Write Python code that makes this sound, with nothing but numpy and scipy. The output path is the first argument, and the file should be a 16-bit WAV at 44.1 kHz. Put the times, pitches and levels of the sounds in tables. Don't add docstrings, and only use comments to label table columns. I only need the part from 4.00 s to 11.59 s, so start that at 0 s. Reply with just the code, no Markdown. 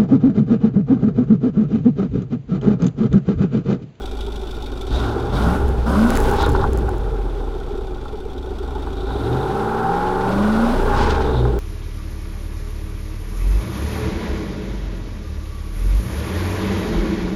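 import sys
import numpy as np
from scipy import signal
from scipy.fft import rfft, irfft, next_fast_len
from scipy.io import wavfile
from scipy.ndimage import map_coordinates

SR = 44100
rng = np.random.default_rng(int(sys.argv[2]) if len(sys.argv) > 2 else 0)


def unload_wav(signal):
    wavfile.write(
        sys.argv[1],
        SR,
        np.round(np.clip(np.atleast_2d(signal).T, -1, 1) * 32767).astype(np.int16),
    )


N = 334719
T = np.arange(N) / SR
IDLE_PER_S = 6.62

# (relative exhaust pulse strength, relative valve tick level [dB])
CYLINDERS = [(.92, -3), (.71, 2), (.86, -4), (.74, 5), (.81, -8), (.42, -5), (1.22, 2), (1.04, -6)]
# (order of the cycle, relative level with throttle shut [dB], more at full load [dB],
# more at idle [dB], share of the lope [0-1])
BOOM_ORDERS = [(1, 11.5, -5.5, -1.5, 0.18), (2, -2, -9.5, -8, 0.5), (3, 6, -5, -9.5, 1),
               (5, -9.5, 10, 2.5, 0), (6, -3.5, 2, -20, 0.1), (7, -19.5, 17.5, -17, 0),
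               (8, -11, 19.5, 0.5, 0.08), (9, -10, -4.5, -16, 0.1), (11, -14, 12, -1.5, 0.28)]
# (frequency [Hz], relative level [dB])
RASP_COLOUR = [(500, -44.5), (710, -2.5), (770, 15), (855, 12.5), (930, 6), (1050, 6.5), (1230, 1.5),
               (1370, 6.5), (1520, 2.5), (1680, -7), (1850, -15), (2400, -37), (4000, -47.5)]


def amp(db):
    return 10 ** (np.asarray(db) / 20)


def unit(x):
    return x / np.sqrt(np.mean(x ** 2) + 1e-20)


def noise():
    return rng.standard_normal(N)


def wander(hz):
    size = next_fast_len(N)
    f = np.fft.rfftfreq(size, 1 / SR)
    spectrum = rfft(rng.standard_normal(size)) / (1 + (f / hz) ** 4)
    return unit(irfft(spectrum, size)[:N])


def grains(per_s, spread_db):
    hits = rng.random(N) < per_s / SR
    size = amp(spread_db * np.minimum(rng.exponential(1, N), 3))
    return unit(hits * size * np.sign(noise()))


def colour(x, points):
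    hz, db = np.transpose(points)
    f = abs(np.fft.fftfreq(8192, 1 / SR))
    log_gain = np.log(amp(np.interp(np.log(f + 1), np.log(hz + 1), db)))
    ring = np.fft.ifft(np.exp(np.conj(signal.hilbert(log_gain)))).real[:len(f) // 2]
    return signal.oaconvolve(x, ring / np.linalg.norm(ring))[:N]


def lagged(x, lag_s):
    keep = np.exp(-1 / (lag_s * SR))
    return signal.lfilter([1 - keep], [1, -keep], x)


def swell(peak_s, rise_s, fall_s):
    return np.exp(-((T - peak_s) / np.where(T < peak_s, rise_s, fall_s)) ** 2)


def swells(rows):
    return np.sqrt(sum((amp(db) * swell(*shape)) ** 2 for *shape, db in rows))


def press(down_s, up_s, attack_s, lift_s=0.052):
    attack = 1 - np.exp(-np.maximum(T - down_s, 0) / attack_s)
    return attack * np.exp(-np.maximum(T - up_s, 0) / lift_s)


def follow(law, speed, load):
    idle_db, speed_db, load_db = law
    return amp(idle_db + speed_db * (speed - IDLE_PER_S) + load_db * load)


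def idling(speed, span=1.2):
    return np.exp(-np.maximum(speed - IDLE_PER_S, 0) / span)


def add(mix, s, sound):
    part = mix[max(round(s * SR), 0):][:len(sound)]
    part += sound[:len(part)]


def cloud(gust_db=2.0, breeze_db=-41, speck_db=4.0, spatter_db=-38, spread_db=6.0, knock_db=17, splash_s=0.00093):
    # (peak [s], rise [s], fall [s], relative level [dB])
    gust_swells = [(.95, 0.064, 0.15, -24.5), (1.62, 0.26, 0.24, -24), (2.65, 0.61, 0.44, -22.5),
                   (6.88, 0.94, 1, -41)]
    # (frequency [Hz], relative level [dB])
    buffet_colour = [(5, -74), (15, 3), (28, -13.5), (55, -1), (90, -3.5), (130, -10.5), (200, -20),
                     (400, -14), (1200, -78.5)]
    # (peak [s], rise [s], fall [s], peak rate [specks/s])
    spatter_swell = (2.19, 0.024, .15, 2400)
    # (time [s], relative level [dB])
    large_specks = [(1.682, -28), (1.69, -28), (1.735, -41), (2.1045, -12.5), (2.136, -25), (2.155, -16),
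                    (2.166, -18), (2.173, -10.5), (2.203, -16), (2.314, -21), (2.428, -20), (2.463, -21),
                    (2.492, -20), (2.498, -23), (2.5198, -25), (2.532, -28), (2.733, -21), (2.7747, -21.5),
                    (2.787, -27), (2.892, -26), (2.9823, -31)]
    # (frequency [Hz], relative level [dB])
    speck_colour = [(800, -26), (2000, -2), (4000, -5), (6000, -1.5), (11000, -3), (16000, -7.5)]
    # (frequency [Hz], relative level [dB])
    case_colour = [(800, -25), (1600, 4), (2200, -3), (3000, -12), (6000, -42)]
    gust_gain = np.hypot(amp(breeze_db), amp(gust_db) * swells(gust_swells))
    gusts = gust_gain * unit(colour(noise(), buffet_colour))

    *shape, per_s = spatter_swell
    hits = rng.random(N) < per_s * swell(*shape) / SR
    spatter = hits * amp(spatter_db + spread_db * np.minimum(rng.exponential(1, N), 3))

    s, peak_db = np.transpose(large_specks)
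    large = np.zeros(N)
    large[np.round(s * SR).astype(int)] = amp(peak_db)
    splash = np.exp(-T[:SR // 50] / splash_s) * rng.standard_normal(SR // 50)
    burst = signal.oaconvolve(large, splash / np.linalg.norm(splash))[:N]
    specks = colour(spatter + amp(speck_db) * burst, speck_colour)
    knocks = amp(knock_db) * colour(large ** 2, case_colour)
    return gusts + specks + knocks


def tyre(gain, wheel_lag_s=0.0083):
    # (frequency [Hz], relative level [dB])
    spray_colour = [(2500, -53), (5000, -4), (7000, 0), (10000, 3.5), (13000, -2.5), (16000, -8)]
    # (peak [s], rise [s], fall [s], level [dB])
    crunch_swells = [(.98, 0.073, 0.14, -44), (1.35, 0.018, 0.14, -41), (1.96, 0.094, 0.1, -42.5),
                     (2.41, 0.046, 0.049, -37.5), (2.62, 0.12, 0.037, -46), (7.0, 0.05, 0.088, -39),
                     (7.1, .008, .025, -36)]
    # (frequency [Hz], relative level [dB])
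    crunch_colour = [(1800, -33), (3000, 5), (3900, 1.5), (4900, 2), (6000, -4), (9000, -16), (16000, -37)]
    snow = noise() + grains(per_s=2500, spread_db=4)
    spray = lagged(gain, wheel_lag_s) * unit(colour(snow, spray_colour))
    ice = grains(per_s=1500, spread_db=3.5) * amp(4 * wander(hz=60))
    return spray + swells(crunch_swells) * unit(colour(ice, crunch_colour))


def rattle(cycles, hz=3700, width_hz=650, flutter_db=3):
    # (peak [s], rise [s], fall [s], level [dB])
    rattle_swells = [(.96, .05, 0.13, -39), (1.34, .02, .14, -41), (2.445, 0.053, 0.02, -32),
                     (2.6, 0.063, 0.063, -47.5), (5.1, 0.13, 0.57, -45.5), (7.39, 0.15, 0.067, -41)]
    band = signal.iirpeak(hz, hz / width_hz, SR)
    buzz = puffs(cycles, steady=0.43, length=1.0)
    buzz = signal.lfilter(*band, signal.lfilter(*band, buzz))
    return swells(rattle_swells) * unit(buzz * amp(flutter_db * wander(hz=50)))


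def valves(cycles, speed, load, level_db=-49.5, ring_s=0.0045, lag_cycles=-.015):
    # (frequency [Hz], relative level [dB])
    valve_colour = [(1200, -33), (2100, -2), (2450, 8), (2750, 5), (3500, 10), (4400, 8), (5000, 0),
                    (6400, -2), (7800, -3), (8500, -14), (9700, -9), (12000, -14), (15000, -22)]
    # (frequency [Hz], width [Hz], relative level [dB])
    cover_modes = [(2400, 30, 1), (2600, 50, -6), (2725, 45, -9), (3010, 50, -5), (3390, 110, 7),
                   (3560, 100, 8), (3690, 70, 5), (4460, 110, -4), (5070, 70, -8), (5380, 90, -10),
                   (5610, 90, -8), (7100, 200, -13), (7800, 150, -11), (9500, 400, -12), (12000, 900, -14)]
    tick_spread_db, mode_spread_db, chatter, cover_db = 1.2, 3.5, .3, 7
    later_db, load_db, speed_db = -5.5, 8, -.9

    tick_db = np.array(CYLINDERS)[:, 1]
    beat = np.floor((cycles - lag_cycles) * len(tick_db)).astype(int)
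    at = np.flatnonzero(np.diff(beat))
    taps = np.zeros(N)
    taps[at] = amp(tick_db[beat[at + 1] % len(tick_db)] + tick_spread_db * rng.standard_normal(len(at)))
    fade = np.exp(-1 / (ring_s * SR))
    clatter = unit(signal.lfilter([1], np.poly([fade, fade]), taps) * noise())
    knocks = clatter + chatter * grains(per_s=330, spread_db=-3)

    favour = amp(mode_spread_db * rng.standard_normal((len(cover_modes), beat[-1] + 1)))
    ring = 0
    for (hz, width_hz, db), own in zip(cover_modes, favour):
        mode = signal.iirpeak(hz, hz / width_hz, SR)
        ring = ring + amp(db) * unit(signal.lfilter(*mode, knocks * own[beat]))

    softened = np.interp(T, [1, 3], [0, 1])
    gain_db = level_db + later_db * softened + load_db * np.minimum(load, .4)
    gain_db = gain_db + speed_db * (speed - IDLE_PER_S)
    return amp(gain_db) * (unit(colour(clatter, valve_colour)) + amp(cover_db) * unit(ring))


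def puffs(cycles, steady, length, uneven=1):
    strength = np.array(CYLINDERS)[:, 0]
    which, age = np.divmod(cycles % 1 * len(strength), 1)
    pulse = (strength[which.astype(int)] / strength.mean()) ** uneven * np.exp(-age / length)
    return unit(noise() * (steady + pulse))


def rush(cycles, speed, load, flutter_db=1.5):
    # (frequency [Hz], relative level [dB])
    rush_colour = [(900, -29), (1800, 9), (2400, 7.5), (3200, 6), (3680, 7), (4050, 4), (5200, -0.5),
                   (6500, -6), (9000, -17), (16000, -36)]
    # (level at idle [dB], more per cycle/s above idle [dB], more at full load [dB])
    rush_law = (-57.5, 0.64, 5.37)
    # (peak [s], rise [s], fall [s], level [dB])
    surge_swells = [(.96, 0.07, 0.13, -42.5), (1.38, 0.073, 0.071, -43.5), (2.43, 0.26, 0.087, -38),
                    (7.02, 0.12, 0.25, -34.5)]
    air = puffs(cycles, steady=11.0, length=1.0) * amp(flutter_db * wander(hz=36.0))
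    gain = np.hypot(follow(rush_law, speed, load), swells(surge_swells))
    return gain * unit(colour(air, rush_colour))


def drone(hz=123, sag_hz_per_s=22, waver=0.011):
    # (peak [s], rise [s], fall [s], level [dB])
    drone_swells = [(2.522, 0.016, .03, -20), (7.44, 0.11, 0.069, -16.5)]
    out = 0
    for peak_s, rise_s, fall_s, db in drone_swells:
        pitch_hz = hz * (1 + waver * wander(hz=14)) - sag_hz_per_s * (T - peak_s)
        tone = np.sqrt(2) * np.sin(2 * np.pi * np.cumsum(pitch_hz) / SR)
        out = out + amp(db) * swell(peak_s, rise_s, fall_s) * tone
    return out


def pops(decay_s=0.009):
    # (time [s], level before the pipe [dB])
    pop_hits = [(2.549, -15), (2.64, -14), (2.882, -22), (4.054, -29), (4.87, -27), (5.105, -24),
                (7.345, -21), (7.452, -24)]
    gain = sum(amp(db) * (T >= s) * np.exp(-abs(T - s) / decay_s) for s, db in pop_hits)
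    return colour(gain * noise(), RASP_COLOUR)


def chugs(cycles, speed, length_s=0.0092, spread_db=3.0, detune=0.033, fade_span=9, below_per_s=13):
    # (time [s], frequency [Hz], peak level [dB])
    hard_chugs = [(3.715, 395, -23), (3.788, 400, -22.5), (4.26, 440, -26), (4.388, 410, -22),
                  (4.517, 408, -25), (4.612, 392, -20.5), (4.762, 860, -28.5), (4.872, 410, -24),
                  (4.873, 830, -38)]
    # (place in cycle [0-1], mean frequency [Hz],
    # typical peak level at idle [dB])
    lope_firings = [(0.237, 836, -36), (.52, 1375, -40.5), (0.601, 375, -30.5), (0.851, 420, -30.5),
                    (0.872, 880, -41)]
    t = np.arange(-3 * length_s, 3 * length_s, 1 / SR)
    rows = [(s, hz, amp(db)) for s, hz, db in hard_chugs]
    slow = idling(speed, span=fade_span) * (speed < below_per_s)
    for place, hz, db in lope_firings:
        for at in np.flatnonzero(np.diff(np.floor(cycles - place))):
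            note_hz = hz * (1 + detune * rng.standard_normal())
            gain = slow[at] * amp(db + spread_db * rng.standard_normal())
            rows.append((T[at], note_hz, gain))
    out = np.zeros(N)
    for s, hz, gain in rows:
        note = np.exp(-(t / length_s) ** 2) * np.cos(2 * np.pi * (hz * t + rng.random()))
        add(out, s + t[0], gain * note)
    return out


def howl(cycles, speed, size=2048, count=140, frames_per_s=100, drift_share=.5, drift_hz=3):
    # (order of the cycle, level against the rest [dB])
    singing_orders = [(13, 0), (14, -7), (15, -7), (16, 4), (17, -2), (18, -3), (19, 2), (20, -3), (21, 5),
                      (22, -2), (23, -4), (24, 6), (29, 4), (33, 4), (34, 3), (35, -3), (36, -6), (37, 9),
                      (38, -4), (39, -8), (40, 6), (41, -2), (42, -4), (43, 4)]
    # (frequency [Hz], share [0-1])
    sing_range = [(300, 1), (480, 1), (560, .1), (720, .1), (775, 1), (880, 1), (960, .15)]
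    db = np.zeros(count)
    for order, extra_db in singing_orders:
        db[order] = extra_db

    frames = int(T[-1] * frames_per_s) + 2
    chance = rng.standard_normal((frames, count)) + 1j * rng.standard_normal((frames, count))
    lowpass = signal.butter(2, drift_hz, fs=frames_per_s, output="sos")
    drift = signal.sosfilt(lowpass, chance, axis=0)
    waver = (1 + drift_share * drift / drift.std()) / np.hypot(1, drift_share)

    frame_speed = np.interp(np.arange(frames) / frames_per_s, T, speed)
    hz = np.outer(frame_speed, np.arange(count))
    level = amp(db * np.interp(hz, *np.transpose(sing_range)))
    phase = np.exp(2j * np.pi * rng.random(count))
    above_boom = np.arange(count) > round(BOOM_ORDERS[-1][0])
    shapes = irfft(level * waver * phase * above_boom, size) * size
    place = [T * frames_per_s, cycles % 1 * size]
    return map_coordinates(shapes, place, order=1, mode="grid-wrap") * np.sqrt(speed / SR)


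def heated(x, points, speed, shift=0.0029, lag_s=0.17):
    stretch = 1 + shift * lagged(speed - IDLE_PER_S, lag_s)
    clock = np.cumsum(stretch / stretch.mean()) / SR
    return unit(np.interp(clock, T, colour(np.interp(T, clock, x), points)))


def boom(cycles, speed, load, lope_db, level_db=-6.5, dispersion=.19, waver_db=1.3):
    # (frequency [Hz], relative level [dB])
    pipe_response = [(7, -38), (15, -49), (22, -32), (30, -23.5), (50, -17.5), (66, -19), (92, -31.5),
                     (110, -30), (125, -21.5), (150, -40.5), (170, -23.5), (188, -29.5), (205, -17.5),
                     (232, -15.5), (250, -24.5), (280, -30)]
    out = 0
    for order, shut_db, load_db, idle_db, lope in BOOM_ORDERS:
        k = round(order)
        db = shut_db + load_db * load + idle_db * idling(speed, span=7.0)
        db = db + lope * lope_db + waver_db * wander(hz=3.8)
        db = db + np.interp(k * speed, *np.transpose(pipe_response))
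        out = out + amp(db) * np.cos(2 * np.pi * (k * cycles + dispersion * k ** 2))
    return amp(level_db) * np.sqrt(2) * out


def exhaust(cycles, speed, load, clean, blare, idle_lump=0.23, flutter_db=1.47):
    # (frequency [Hz], relative level [dB])
    body_colour = [(60, -56), (110, 4.5), (165, -5.5), (230, -3.5), (280, 0.5), (315, -5), (375, 6.5),
                   (435, 4.5), (490, -2.5), (560, -7.5), (680, -9), (800, -16.5), (1200, -53.5)]
    # (frequency [Hz], relative level [dB])
    blare_colour = [(70, -8), (130, -20.5), (200, 3.5), (285, 7), (350, -3), (470, -2), (560, 4),
                    (640, -1.5), (715, -3), (830, -9.5), (1000, 1), (1250, -4.5), (1500, -1), (1750, -22),
                    (2500, -51.5)]
    # (relative level at idle [dB], more per cycle/s above idle [dB], more at full load [dB])
    body_law = (-39.5, 0.65, 1)
    rasp_law = (-44, 0.76, 8.84)
    blare_law = (-29, 0.077, 6.5)
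    # (peak [s], rise [s], fall [s], relative level [dB])
    hollow_swells = [(1.2, 0.17, .2, -30), (2.45, 0.22, 0.27, -30), (5.3, 0.25, 0.6, -30.5),
                     (7.05, 0.16, 1, -28)]
    # (peak [s], rise [s], fall [s], relative level [dB])
    flare_swells = [(1.08, 0.031, 0.29, -32), (1.45, 0.13, 0.25, -30.5), (2.42, 0.24, 0.096, -23.5),
                    (2.62, 0.03, 0.025, -24), (5.86, 0.36, 0.21, -26), (7, 0.16, 0.28, -21)]
    rough, blare = np.clip(1 - clean, 0, 1), np.clip(blare, 0, 1)
    gas = puffs(cycles, steady=1.0, length=1.0, uneven=1 + idle_lump * idling(speed))
    drive = np.sqrt(1 - rough) * howl(cycles, speed) + np.sqrt(rough) * gas
    drive = drive * amp(flutter_db * rough * wander(hz=37.3))
    body_gain = amp(4.0) * np.hypot(follow(body_law, speed, load), swells(hollow_swells))
    rasp_gain = amp(-0.5) * np.hypot(follow(rasp_law, speed, load), swells(flare_swells))
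    piped = body_gain * heated(drive, body_colour, speed) + rasp_gain * heated(drive, RASP_COLOUR, speed)
    wide_open = follow(blare_law, speed, load) * unit(colour(drive, blare_colour))
    return np.sqrt(1 - blare) * piped + np.sqrt(blare) * wide_open


def scene():
    # (time [s], four-stroke cycles per second [1/s])
    rev_curve = [(0, IDLE_PER_S), (.93, IDLE_PER_S), (1.02, 11.1), (1.09, 14), (1.32, 14.8), (1.54, 23.8),
                 (1.86, 19.15), (2, 26.95), (2.12, 32), (2.51, 24.3), (2.96, 16.6), (3.59, 12.15),
                 (4.22, 7.7), (4.65, 8.1), (5.05, 10.2), (5.3, 15.1), (5.45, 17.35), (5.6, 19.1),
                 (5.81, 20.6), (6.04, 22.65), (6.33, 24.4), (6.47, 26.4), (6.78, 30.95), (7.06, 25.9),
                 (7.34, 21.6), (7.59, 18.3)]
    # (opens [s], shuts [s], attack [s], load [0-1], lope of the two banks [dB], snow spray [dB],
    # clean howl share before limits [0-1], blare share [0-1])
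    pedal_presses = [(-.1, 0.906, 0.018, 0.25, 3, -69, 0.08, 0.03),
                     (0.903, 1.068, 0.025, 0.85, -4.5, -56, 0, 0.22),
                     (1.05, 1.3, 0.024, 0.56, -4.5, -75, .5, 0),
                     (1.317, 1.55, 0.021, 1, 6.5, -49, 0.42, 0.54),
                     (1.855, 2.135, 0.0083, 0.94, 6.5, -47.5, 0.45, 0.94),
                     (4.292, 5.096, 0.4, 0.6, -1.5, -69, 0, 0.03),
                     (5.08, 5.554, 0.069, 0.98, -6.5, -56, 0.53, 0.03),
                     (5.558, 6.252, 0.03, 0.73, -12.5, -58, 0.61, 0.01),
                     (6.25, 6.737, 0.031, 0.87, 1.5, -54.5, 0.45, 0.84)]
    # (level at idle [dB], more per cycle/s above idle [dB], more at full load [dB])
    coast_law = (-71.5, 0.89, 0)
    clean_coasting = 0.22
    even_lope_db, even_clean = -7, .8

    speed = np.interp(T, *np.transpose(rev_curve))
    presses = np.array([press(*row[:3]) for row in pedal_presses])
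    *_, loads, lopes_db, sprays_db, cleans, blares = np.transpose(pedal_presses)
    load, lope_db, blare = loads @ presses, lopes_db @ presses, blares @ presses
    even = np.clip(lope_db / even_lope_db, 0, 1)
    clean = np.clip(np.maximum(cleans @ presses, clean_coasting), even_clean * even, 1)
    spray = np.hypot(amp(sprays_db) @ presses, follow(coast_law, speed, load))
    cycles = np.cumsum(speed * (1 + .002 * wander(hz=23))) / SR

    around = cloud() + tyre(spray) + rattle(cycles) + valves(cycles, speed, load)
    tailpipe = rush(cycles, speed, load) + drone() + pops() + chugs(cycles, speed)
    tailpipe = tailpipe + boom(cycles, speed, load, lope_db) + exhaust(cycles, speed, load, clean, blare)
    return (around + tailpipe)[None]


def record(dry, edge_hz=15900):
    lowpass = signal.firwin(511, edge_hz, window=("kaiser", 9), fs=SR)
    return signal.oaconvolve(dry, lowpass[None], "same")


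dry = scene()
out = record(dry)
unload_wav(out)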